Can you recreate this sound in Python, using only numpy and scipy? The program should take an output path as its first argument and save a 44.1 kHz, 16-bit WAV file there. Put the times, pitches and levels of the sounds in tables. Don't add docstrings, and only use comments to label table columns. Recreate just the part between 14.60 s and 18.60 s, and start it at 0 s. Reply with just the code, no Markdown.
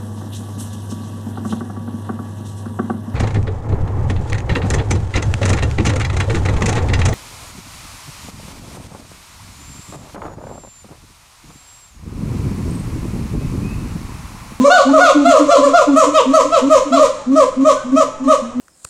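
import sys
import numpy as np
from scipy import signal
from scipy.fft import rfft, irfft
from scipy.io import wavfile
from scipy.ndimage import uniform_filter1d, minimum_filter1d

SR = 44100
rng = np.random.default_rng(int(sys.argv[2]) if len(sys.argv) > 2 else 0)


def master_out(mix):
    frames = np.transpose(np.atleast_2d(mix))
    ceiling = np.clip(frames, -1, 1)
    pcm = np.round(ceiling * 32767).astype(np.int16)
    wavfile.write(sys.argv[1], SR, pcm)


N = 176400

# f/Hz, level/dB
BREATH_SPECTRUM = [(400, -1.5), (1000, 2.5), (1700, -0.5), (2300, 3), (3400, -2.5), (4200, 0.5),
                   (4750, -10), (5500, -0.5), (6800, 3.5), (8200, -4), (10000, -15), (12500, -25),
                   (15500, -45)]


def amp(db):
    return 10 ** (np.asarray(db) / 20)


def unit_rms(x):
    return x / np.sqrt(np.mean(x ** 2) + 1e-20)


def log_interp(points, hz):
    f, value = np.transpose(points)
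    return np.interp(np.log(hz + 1), np.log(f + 1), value)


def add(mix, start_s, sound):
    at = round(start_s * SR)
    sound = sound[max(-at, 0):]
    part = mix[max(at, 0):][:len(sound)]
    part += sound[:len(part)]


def noise(spectrum, size=16384):
    gain = amp(log_interp(spectrum, np.fft.rfftfreq(size, 1 / SR)))
    return unit_rms(irfft(rfft(rng.standard_normal(size)) * gain, size))


def wobble(rate_hz, n, size=12288):
    lowpass = np.exp(-(np.fft.rfftfreq(size, 1 / SR) / rate_hz) ** 2)
    return unit_rms(irfft(rfft(rng.standard_normal(size)) * lowpass, size))[:n]


def gate(t, length_s, attack_s, release_s):
    attack = np.sin(np.pi / 2 * np.clip(t / attack_s, 0, 1)) ** 2
    release = np.sin(np.pi / 2 * np.clip((length_s - t) / release_s, 0, 1)) ** 2
    return attack * release


def glide(length_s, from_hz, to_hz, level_db, swell_db=0):
    t = np.arange(0, length_s, 1 / SR)
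    progress = t / length_s
    hz = (from_hz + (to_hz - from_hz) * progress) * (1 + 0.009 * wobble(50, len(t)))
    phase = 2 * np.pi * np.cumsum(hz) / SR
    tone = np.sqrt(2) * (np.sin(phase) + amp(-20.5) * np.sin(2 * phase))
    swell = amp(level_db + swell_db * (progress - 1))
    return tone * swell * gate(t, length_s, attack_s=0.03, release_s=0.025)


def outdoor_air():
    # f/Hz, level/dB
    air_spectrum = [(20, 3.5), (50, -11.5), (120, -4.5), (200, -7.5), (400, -9), (1000, -9.5),
                    (2500, -25.5), (7000, -47), (10000, -61), (16000, -65)]
    return noise(air_spectrum, size=N)


def sac_booms():
    # t/s, length/s, start f/Hz, end f/Hz, end level/dB, swell from start to end/dB
    boom_calls = [(-.02, .11, 236, 292.3, -23, -18.5), (.244, 0.097, 251, 291, -5.5, 9.5),
                  (.33, .13, 276.7, 285, -16.5, -1), (.54, 0.12, 296.3, 278.7, -6, 0),
                  (.645, 0.075, 259, 271, -11, 0), (.786, 0.083, 304, 279, -11.5, -5.5),
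                  (.97, 0.057, 290, 272, -14.5, -3.5), (1.04, .09, 285, 275.5, -19.5, -8),
                  (1.265, 0.1, 301, 265.4, -8, -1), (1.455, 0.086, 292, 286, -19.5, -9.5),
                  (1.648, 0.09, 245, 290, -8, 9), (1.83, 0.077, 291, 288.6, -16.5, 7.5),
                  (2.008, 0.098, 247.8, 294.7, -9.5, 6.5), (2.245, 0.08, 296, 282, -22, -4),
                  (2.3, 0.12, 249, 298, -17, -4), (2.656, 0.11, 239.4, 287, -5, 13.5),
                  (2.956, .098, 247, 286, -5.5, 12.5), (3.23, 0.092, 236.4, 260, -22, 3.5),
                  (3.308, 0.063, 269, 273.5, -2.5, 11), (3.59, 0.082, 254, 274.7, -20, 1),
                  (3.642, 0.064, 267, 271, -12, -2), (3.805, 0.17, 235.4, 240, -30, -5.5),
                  (3.94, 0.11, 244, 247.4, -11.5, 10.5)]
    track = np.zeros(N)
    for start_s, *call in boom_calls:
        add(track, start_s, glide(*call))
    return track


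def lead_in(length_s, top_hz, level_db):
    t = np.arange(0, length_s, 1 / SR)
    hz = 2 * 0.87 * top_hz
    tone = amp(-23) * np.sqrt(2) * np.sin(2 * np.pi * hz * t)
    breath = amp(-32) * noise(BREATH_SPECTRUM)[:len(t)]
    return amp(level_db) * (tone + breath) * gate(t, length_s, attack_s=0.0067, release_s=0.015)


def strong_partial(phase, flutter_depth):
    n, rate_hz = len(phase), 65
    flutter = wobble(rate_hz, n) + 1j * wobble(rate_hz, n)
    return np.sqrt(2) * (np.exp(1j * phase) * (1 + flutter_depth * flutter)).imag


def overtone(k, phase, hz, throat):
    n, fray_hz = len(hz), 9500
    height = (k * hz / fray_hz) ** 4
    fray_rad = 2 * height / (1 + height) * wobble(250, n)
    level_db = log_interp(throat, k * hz) + 4 * wobble(26.3, n)
    return amp(level_db) * np.cos(k * phase + fray_rad + 2 * np.pi * rng.random())


def bark(throat, length_s, top_hz, end_hz, crest, level_db, octave_db, overtones_db, rasp_db):
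    t = np.arange(0, length_s, 1 / SR)
    progress, n = t / length_s, len(t)
    scoop = np.clip(1 - progress / crest, 0, 1)
    fall = np.clip((progress - crest) / (1 - crest), 0, 1)
    arch_hz = top_hz * (1 - 0.14 * scoop ** 2) + (end_hz - top_hz) * np.sin(np.pi / 2 * fall ** 0.9) ** 2
    hz = arch_hz * (1 + 0.0022 * wobble(300, n) + 0.005 * wobble(40, n))
    phase = 2 * np.pi * np.cumsum(hz) / SR

    flutter_depth = 0.25 * np.sqrt(fall)
    fundamental = strong_partial(phase, flutter_depth)
    octave = amp(octave_db) * strong_partial(2 * phase, 2.44 * flutter_depth)
    body = (fundamental + octave) * amp(0.5 * progress)
    body *= gate(t, length_s, attack_s=0.024, release_s=0.04)

    overtones = unit_rms(sum(overtone(k, phase, hz, throat) for k in range(3, 20)))
    overtones *= amp(overtones_db - 9 * progress ** 2) * gate(t, length_s, attack_s=0.029, release_s=0.04)

    rasp = unit_rms(noise(BREATH_SPECTRUM)[:n] * (1 + 0.9 * np.cos(phase)))
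    rasp *= amp(rasp_db) * gate(t, length_s, attack_s=0.084, release_s=0.027)

    shimmer = 1 + 0.14 * wobble(83, n)
    return amp(level_db) * (body + overtones + rasp) * shimmer


def siamang_barks():
    # t/s, length/s, top f/Hz, end f/Hz, pitch crest/fraction of length,
    # level/dB, octave/dB, overtones/dB, rasp/dB
    high_barks = [(.093, 0.14, 746, 510, .34, -5.5, -3, -11, -20.5),
                  (.39, .142, 728, 517.5, .22, -8.5, -1, -9.5, -16.5),
                  (.642, 0.14, 707.3, 481.3, 0.29, -6.5, -5.5, -14, -17),
                  (.898, 0.097, 695.5, 488.7, 0.28, -9, -3, -10, -19.5),
                  (1.124, 0.12, 704.3, 485.4, 0.3, -7.5, -3.5, -15.5, -18.5),
                  (1.528, .105, 639.5, 429.6, 0.31, -11.5, -2.5, -8, -16),
                  (1.906, 0.11, 670, 443.5, 0.29, -12, -3.5, -12, -15),
                  (2.312, 0.1, 684, 482, 0.32, -13, -2.5, -9.5, -14.5)]
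    low_barks = [(.036, 0.062, 587.2, 491, 0.52, -0.5, -6, -17.5, -23),
                 (.324, 0.094, 638, 496, 0.29, -5.5, -5.5, -25.5, -16.5),
                 (.726, 0.082, 633, 487, 0.314, -6, -4, -28, -15.5),
                 (.876, 0.12, 597.4, 493, 0.3, -6.5, -9, -20.5, -20),
                 (1.02, 0.085, 587.7, 482, .36, -7.5, -6, -18, -20.5),
                 (1.352, 0.11, 648, 469.4, 0.34, -6.5, -2.5, -13, -16.5),
                 (1.727, 0.1, 651.3, 474.4, 0.26, -5, -4.5, -14, -17),
                 (2.092, 0.11, 637.4, 478.5, 0.24, -6.5, -4, -16.5, -16),
                 (2.38, .094, 622.7, 461, 0.37, -5.5, -7, -24, -14.5),
                 (2.748, .112, 638.6, 482.5, .23, -8, -6, -18, -19),
                 (3.04, 0.099, 628.8, 495, 0.3, -8.5, -3, -21, -14),
                 (3.35, .1, 646.4, 488, 0.38, -10.5, -4.5, -15, -16),
                 (3.67, 0.097, 628, 496, 0.33, -9, -2, -17.5, -15.5)]
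    # f/Hz, level/dB
    high_throat = [(1400, -7), (2000, -5), (2700, 2), (3400, 0), (4200, -0.5), (4900, -7), (6000, -7.5),
                   (7200, -4.5), (8500, -19.5), (10500, -25.5), (15500, -38)]
    low_throat = [(1400, -1.5), (1900, 2.5), (2550, 1.5), (3200, -1), (4000, -3), (4750, -6), (5400, -2.5),
                  (6500, 2.5), (8200, -4), (10000, -16.5), (15500, -34)]
    lead_s = 0.035
    track = np.zeros(N)
    for calls, throat in (high_barks, high_throat), (low_barks, low_throat):
        for start_s, length_s, top_hz, end_hz, crest, level_db, *timbre_db in calls:
            add(track, start_s - lead_s, lead_in(2 * lead_s, top_hz, level_db))
            add(track, start_s, bark(throat, length_s, top_hz, end_hz, crest, level_db, *timbre_db))
    return track


def distant_hoots():
    # t/s, length/s, start f/Hz, end f/Hz, level/dB
    hoot_calls = [(.28, 0.033, 833, 885, -13), (.56, 0.085, 865, 840, -36.5),
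                  (1.27, 0.043, 856, 874, -25.5), (2.53, 0.13, 980, 800, -39.5),
                  (3.15, 0.083, 1445, 1565, -33.5), (3.46, 0.236, 887, 868, -42)]
    track = np.zeros(N)
    for start_s, *call in hoot_calls:
        add(track, start_s, glide(*call))
    return track


def cage_reverb(x):
    # delay/s, gain
    reflections = [(.0065, -0.24), (.0142, 0.033), (0.026, -0.18), (.037, 0.059), (.052, 0.15),
                   (.095, -0.013)]
    # f/Hz, T60/s
    tail_t60 = [(250, 0.52), (600, 0.53), (1200, 0.71), (3000, 1), (7000, 0.96), (10000, 0.76),
                (15000, 0.1)]
    early_per_s, early_onset_s, early_t60_s, tail_rise_s = 3000, 0.012, 0.19, 0.01
    t = np.arange(SR) / SR
    early = rng.standard_normal(SR) * (rng.random(SR) < early_per_s / SR)
    early *= amp(-60 * t / early_t60_s) * (t > early_onset_s)
    hz, frame_s, bands = signal.stft(rng.standard_normal(SR), SR, nperseg=256)
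    bands *= amp(-60 * frame_s / log_interp(tail_t60, hz)[:, None])
    tail = signal.istft(bands, SR, nperseg=256)[1][:SR] * np.minimum(t / tail_rise_s, 1)
    response = amp(-6.5) * early / np.linalg.norm(early) + amp(-10.5) * tail / np.linalg.norm(tail)
    for delay_s, gain in reflections:
        add(response, delay_s, np.array([gain]))
    return signal.fftconvolve(x, response)[:N]


def scene():
    barks = siamang_barks()
    booms = sac_booms()
    hoots = distant_hoots()
    direct = amp(-1.5) * (barks + hoots) + booms
    reflected = cage_reverb(barks + hoots + amp(-1) * booms)
    return (direct + reflected + amp(-38) * outdoor_air())[None]


def record(dry):
    limit, cutoff_hz = 1.077, 15800
    allowed_gain = np.minimum(1, limit / (abs(dry) + 1e-9))
    gain = uniform_filter1d(minimum_filter1d(allowed_gain, size=500), size=400)
    clipped = np.clip(dry * gain, -1, 1)
    lowpass = signal.firwin(511, cutoff_hz, window=("kaiser", 9), fs=SR)
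    return signal.oaconvolve(clipped, lowpass[None], "same")


dry = scene()
out = record(dry)
master_out(out)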